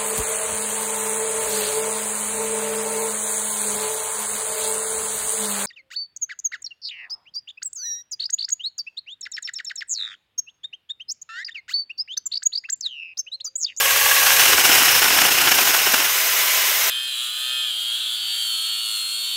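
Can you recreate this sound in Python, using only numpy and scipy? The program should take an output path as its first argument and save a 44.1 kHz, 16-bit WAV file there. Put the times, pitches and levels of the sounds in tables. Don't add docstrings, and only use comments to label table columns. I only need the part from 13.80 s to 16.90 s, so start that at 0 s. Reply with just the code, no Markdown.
import sys
import numpy as np
from scipy import signal
from scipy.fft import rfft, irfft, next_fast_len
from scipy.io import wavfile
from scipy.ndimage import uniform_filter1d, map_coordinates

SR = 44100
rng = np.random.default_rng(int(sys.argv[2]) if len(sys.argv) > 2 else 0)


def ratio_of_db(decibels):
    return 10 ** (np.asarray(decibels, float) / 20)


def dump(signal):
    limited = np.clip(np.atleast_2d(signal).T, -1, 1)
    pcm = np.round(limited * 32767).astype(np.int16)
    wavfile.write(sys.argv[1], SR, pcm)


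N = 136710
T = np.arange(N) / SR

# [t/s, level/dB]
CHAIN_LEVEL = [(0, -18), (.45, -16), (.6, -16.5), (.78, -16.5), (.95, -17), (1.35, -18.5), (1.6, -20),
               (1.9, -18.5), (2.27, -20.5), (2.33, -19), (2.75, -18.5), (3.1, -19)]
# [t/s, f/Hz]
SHAFT_SPEED = [(0, 464.8), (.47, 464.8), (.62, 456), (.7, 446), (.78, 424), (.9, 428), (1.1, 443),
               (1.42, 449), (1.62, 426), (1.93, 439), (2.18, 445), (2.275, 470), (2.3, 433), (2.5, 426),
               (2.79, 441.5), (2.9, 430.5), (3, 427.5), (3.1, 431)]
# [t/s, level/dB]
WHINE_LEVEL = [(0, -38), (.58, -35), (.78, -37), (.95, -31), (1.45, -31), (1.62, -37), (1.9, -37),
               (2.27, -33), (2.285, -60), (2.335, -60), (2.38, -37), (3.1, -36)]
# [f/Hz, width/Hz, level/dB]
BAR_FREE = [(830, 130, -0.5), (1128, 61, 6.5), (1645, 80, 8.5), (2210, 46, -18), (2640, 810, -3.5),
            (3030, 450, 0)]
# [f/Hz, width/Hz, level/dB]
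BAR_TURNED = [(390, 37, -4.5), (544, 42, -32), (638, 12, 6.5), (1020, 14, 5), (1620, 67, -31),
              (2040, 125, 6), (2800, 1320, -1), (2910, 68, 8), (3770, 620, -19)]
# [f/Hz, width/Hz, level/dB]
HOUSING = [(4510, 230, -5), (5440, 160, 2), (6310, 880, 4), (8450, 920, 1), (11960, 860, 7.5),
           (14500, 1940, 6.5)]
# [f/Hz, level/dB]
HISS_FREE = [(180, -50), (300, -26), (545, -9.5), (1110, -12), (1630, -11.5), (1890, -1), (5740, -6.5),
             (12000, -10), (15800, -12)]
# [f/Hz, level/dB]
HISS_TURNED = [(150, -57), (250, -28), (413, -12), (1690, 1), (2080, 0), (6300, -3.5), (10600, -7.5),
               (12000, -6), (15800, -7.5)]
# [f/Hz, level/dB]
WIND_SPECTRUM = [(25, -32), (45, 0), (75, 8.5), (102, 9), (120, -5), (300, 0.5), (600, -52)]
# [t/s, level/dB]
WIND_LEVEL = [(0, -52.5), (.8, -46), (1.6, -48), (2.1, -55.5), (3.1, -59)]
# [t/s, tearing level/dB, stem thump level/dB]
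BITE = [(0, -50, -70), (.4, -40, -70), (.5, -22, -55), (.62, -19, -46), (.69, -19, -35), (.82, -18, -32),
        (.95, -16, -35), (1.25, -18, -37), (1.45, -20, -37), (1.65, -22, -39), (1.85, -22, -39),
        (2.0, -23, -42), (2.15, -22, -45), (2.26, -24, -45), (2.3, -45, -64), (3.1, -45, -62)]
# [t/s, tearing level/dB, stem thump level/dB]
GRABS = [(0.469, -10, -47), (0.506, -14, -45), (0.528, -22, -42), (0.569, -23, -43), (0.598, -7, -43),
         (0.637, -13, -31), (0.683, -15, -34.0), (0.7, -14, -31), (0.734, -6, -21), (0.781, -9, -34),
         (0.855, -12, -40), (0.879, -22, -33.0), (0.896, -9.5, -20), (0.926, -17, -29.0), (0.955, -23, -30),
         (1.02, -12.1, -17), (1.036, -16, -31), (1.058, -12.5, -41), (1.083, -11, -29), (1.111, -22, -46),
         (1.151, -12.5, -44), (1.164, -14, -37), (1.228, -8, -23), (1.26, -9, -27), (1.286, -14.7, -30),
         (1.314, -15.5, -30), (1.328, -17.5, -20.5), (1.375, -11.5, -29), (1.391, -10, -29.0),
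         (1.42, -7.5, -26), (1.453, -11, -23.5), (1.485, -14.9, -34.0), (1.523, -9, -24), (1.551, -20, -27),
         (1.586, -11, -32), (1.618, -8.5, -40), (1.635, -26, -39), (1.659, -20, -33), (1.678, -8.5, -24),
         (1.721, -8, -25.5), (1.762, -15.7, -30), (1.789, -7, -28), (1.818, -11, -22.5), (1.848, -22, -41),
         (1.875, -9, -31.0), (1.9, -10, -22), (1.918, -18.0, -30), (1.949, -14.5, -47), (1.986, -25, -41),
         (2.019, -20, -24), (2.073, -13.1, -28), (2.093, -18, -27), (2.142, -9.5, -25), (2.185, -20, -41),
         (2.203, -13, -25), (2.235, -30, -43.0), (2.259, -16, -37), (2.272, -22, -39.0)]
# [t/s, length/s, depth/dB]
LIFTS = [(0.762, 0.017, 10), (0.831, 0.026, 8.5), (0.877, 0.01, 4), (1.205, 0.024, 5.5), (1.276, 0.021, 3),
         (1.501, 0.012, 8), (1.537, 0.011, 7), (1.839, 0.016, 8), (1.92, 0.045, 2.5), (2.025, 0.01, 9.5),
         (2.286, .03, 1)]
# [f/Hz, level/dB]
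KERF = [(120, -6), (200, -28.5), (2890, 0), (3340, -11.5), (5370, -8), (9820, -10), (14200, -11),
        (15800, -16)]
# [f/Hz, width/Hz, level/dB]
STEM = [(770, 200, -0.5), (1475, 205, 4), (3020, 600, 3), (5440, 1100, 7)]
# [f/Hz, width/Hz, level/dB]
KNOCK = [(777, 560, -5), (1610, 450, 1.5), (2400, 570, 1.5), (2915, 920, 3)]
# [f/Hz, level/dB]
THUMP = [(90, -28), (160, -7), (260, 2), (420, 6), (800, -28), (1500, -12)]
# [t/s, peak level/dB]
SNAPS = [(0.4684, -11), (0.5053, -1), (0.5916, -7), (0.5994, -7), (0.6172, 0), (0.6361, -7), (0.6821, -7),
         (0.713, -4), (0.725, -5), (0.7342, -2), (0.7806, -4), (0.7946, -8), (0.8041, -8), (0.853, -7),
         (0.8801, -8), (0.8929, -5), (0.9251, -6), (0.9379, -6), (0.9529, -7), (1.0207, -6), (1.0432, -13),
         (1.0584, -19), (1.0837, -1), (1.11, -8), (1.152, -3), (1.1616, -8), (1.1722, -8), (1.2194, -10),
         (1.234, -3), (1.2451, -6), (1.2529, -11), (1.259, -8), (1.3155, -3), (1.327, -5), (1.3747, -4),
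         (1.3888, -6), (1.411, -12), (1.4195, -7), (1.451, -16), (1.486, -11), (1.516, -20), (1.6084, -10),
         (1.6747, 0), (1.6812, -6), (1.7198, -10), (1.7897, -5), (1.8185, -10), (1.875, -15), (1.8964, -12),
         (1.9503, -11), (1.9863, -13), (2.0655, -8), (2.074, -5), (2.092, -6), (2.1356, -9), (2.145, -12),
         (2.1734, -13), (2.234, -14)]
# [f/Hz, width/Hz, level/dB]
SNAP_RING = [(900, 700, -0.5), (1600, 530, 8), (2700, 1400, 8), (5500, 3000, -10)]

CHAIN_LINKS, LINKS_PER_TURN = 28, 1.1806


def unit(x):
    return x / np.sqrt(np.mean(x ** 2) + 1e-20)


def along(points, hz):
    f, db = np.transpose(points)
    return ratio_of_db(np.interp(np.log(hz + 1), np.log(f + 1), db, left=-120, right=-120))


def curves(rows):
    s, *columns = np.transpose(rows)
    return [np.interp(T, s, column) for column in columns]


def wobble(rate):
    return map_coordinates(rng.standard_normal(2000), [T * rate])


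def filtered(x, response):
    size = next_fast_len(N + 8192)
    spectrum = rfft(x, size) * response(np.fft.rfftfreq(size, 1 / SR))
    return unit(irfft(spectrum, size)[:N])


def peaks(modes, f):
    total = 0
    for k, (centre, width, db) in enumerate(modes):
        damping = 1j * f * width
        total = total + (-1) ** k * ratio_of_db(db) * damping / (centre * centre - f * f + damping + 1e-9)
    return total


def humps(modes, f):
    return ratio_of_db(sum(db / (1 + (2 * (f - centre) / width) ** 2) for centre, width, db in modes))


def patchy(depth_db):
    z = signal.stft(rng.standard_normal(N + 512), nperseg=256)[2]
    field = uniform_filter1d(rng.standard_normal(z.shape), size=3, axis=0)
    field = uniform_filter1d(field, size=6, axis=1)
    return signal.istft(z * ratio_of_db(depth_db * unit(field)), nperseg=256)[1][:N]


def turned(pair):
    turn_s, turn_length_s = 1.4, 1.2
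    share = np.clip((T - turn_s) / turn_length_s + .5, 0, 1)
    return pair[0] * (1 - share) + pair[1] * share


def bite_share():
    thump_db = curves(BITE)[1]
    return np.clip((thump_db + 55) / 12, 0, 1)


def lift_db():
    return -sum(db * np.exp(-(2 * (T - s) / width) ** 4) for s, width, db in LIFTS)


def lap(turns):
    first_pass_s, width_links = .0085, 1.7
    links = (turns - np.interp(first_pass_s, T, turns)) * LINKS_PER_TURN
    away = (links + CHAIN_LINKS / 2) % CHAIN_LINKS - CHAIN_LINKS / 2
    joint_db = turned((9, 2.5)) * (1 - 0.49 * bite_share())
    return links, ratio_of_db(joint_db * np.exp(-(away / width_links) ** 2 / 2))


def motor(turns, whine_db):
    bars = 12
    load = bite_share()
    shake = 2.2 * load

    def tone(order, db, roughness):
        phase = 2 * np.pi * order * turns + roughness * wobble(60)
        phase = phase + shake * (order / bars) ** 0.56 * wobble(150)
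        return ratio_of_db(db + 0.44 * wobble(30.9)) * np.sqrt(2) * np.sin(phase)

    shaft = tone(0.99, turned((-43.5, -56)), 0.16)
    whine = tone(bars, whine_db, 0.083)
    mesh = tone(LINKS_PER_TURN, turned((-40, -50)), 0.05)
    octave = tone(2 * LINKS_PER_TURN, turned((-37.5, -38.5)) - 6.5 + 6 * load, 0.14)
    third = tone(3 * LINKS_PER_TURN, turned((-48, -54)) + 8.5, 0.081)
    return shaft + whine + mesh + lap(turns)[1] * (octave + third)


def chain(turns):
    links, joint = lap(turns)
    index = np.floor(4 * links).astype(int)
    hit = np.diff(index, prepend=index[0]) > 0
    pattern = rng.standard_normal(4 * CHAIN_LINKS)[index % (4 * CHAIN_LINKS)]
    size = pattern * ratio_of_db(1.5 * rng.standard_normal(N))
    strikes = unit(hit * size * joint ** .5)
    noise_share = turned((0.67, 0.65))
    drive = joint * (np.sqrt(1 - noise_share) * strikes + np.sqrt(noise_share) * patchy(depth_db=-1.0))
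    clatter = turned([filtered(drive, lambda f: peaks(modes, f) * f / (f + 400))
                      for modes in (BAR_FREE, BAR_TURNED)])
    rush = joint ** 0.13 * patchy(depth_db=1.5)
    hiss = turned([filtered(rush, lambda f: along(spectrum, f) * humps(HOUSING, f))
                   for spectrum in (HISS_FREE, HISS_TURNED)])
    clatter_db = turned((-7, -7)) - 2.5 * bite_share()
    return ratio_of_db(clatter_db) * clatter + hiss


def wind():
    level_db = curves(WIND_LEVEL)[0]
    air = filtered(rng.standard_normal(N), lambda f: along(WIND_SPECTRUM, f))
    return ratio_of_db(level_db + 0.71 * wobble(4.2)) * air


def chip_ticks():
    chips_per_s, scatter_db = 900, 4
    chance = rng.random((N, 3))
    breaks = chance[:, 0] < chips_per_s / SR
    size = ratio_of_db(-scatter_db * np.log(chance[:, 2] + 0.016))
    return unit(breaks * np.sign(chance[:, 1] - .5) * size)


def grab_envelope(times, levels_db, half_s):
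    return np.sqrt(sum(ratio_of_db(2 * db) * np.exp(-((T - s) / half_s) ** 2) for s, db in zip(times, levels_db)))


def cut():
    bite_db, thump_db = curves(BITE)
    grab_s, tear_db, lump_db = np.transpose(GRABS)
    grabs = grab_envelope(grab_s, tear_db, half_s=.004)
    lumps = grab_envelope(grab_s, lump_db, half_s=.007)
    force = ratio_of_db(lift_db() + 0.78 * wobble(45.7) + 1.93 * wobble(110))
    chips = chip_ticks()
    tear = filtered(patchy(depth_db=1.5), lambda f: along(KERF, f) * humps(STEM, f))
    ring = filtered(chips, lambda f: peaks(STEM[:3], f) / (1 + (f / 4500) ** 2))
    knock = filtered(grabs * (patchy(depth_db=3.5) + 0.69 * chips), lambda f: peaks(KNOCK, f))
    thump = filtered(chips + patchy(depth_db=1.0), lambda f: along(THUMP, f))
    wood = (ratio_of_db(bite_db - 1.5) + ratio_of_db(-16.5) * grabs) * (tear + ratio_of_db(-4.5) * ring)
    body = (ratio_of_db(thump_db - 4.5) + ratio_of_db(-11.5) * lumps) * thump
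    return force * (wood + body) + ratio_of_db(-7.5) * np.std(grabs) * knock


def snaps():
    s, db = np.transpose(SNAPS)
    signs = np.sign(rng.random(len(s)) - .5)
    blows = np.bincount((s * SR).astype(int), ratio_of_db(db) * signs, N)
    ticks = filtered(blows, lambda f: peaks(SNAP_RING, f))
    return ratio_of_db(db.max() - 3) * ticks / np.abs(ticks).max()


def scene():
    hz, whine_db, level_db = (curves(rows)[0] for rows in (SHAFT_SPEED, WHINE_LEVEL, CHAIN_LEVEL))
    turns = np.cumsum(hz * (1 + 0.00043 * wobble(25))) / SR
    judder_db = (0.46 + bite_share()) * wobble(90)
    saw_db = level_db + .16 * lift_db() + 0.09 * wobble(13) + judder_db
    saw = ratio_of_db(saw_db) * chain(turns) + motor(turns, whine_db)
    return (saw + wind() + cut() + snaps())[None]


def top_cut(x):
    return signal.sosfilt(signal.butter(12, 16760, fs=SR, output="sos"), x)


def record(dry):
    low_hz, top_hz = 45, 15730
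    soft = dry[0] / (1 + np.abs(dry[0] / .97) ** 4) ** (1 / 4)
    band = filtered(soft, lambda f: (f < top_hz) / (1 + (low_hz / (f + 1)) ** 4)) * np.std(soft)
    return top_cut(band[None])


dry = scene()
out = record(dry)
dump(out)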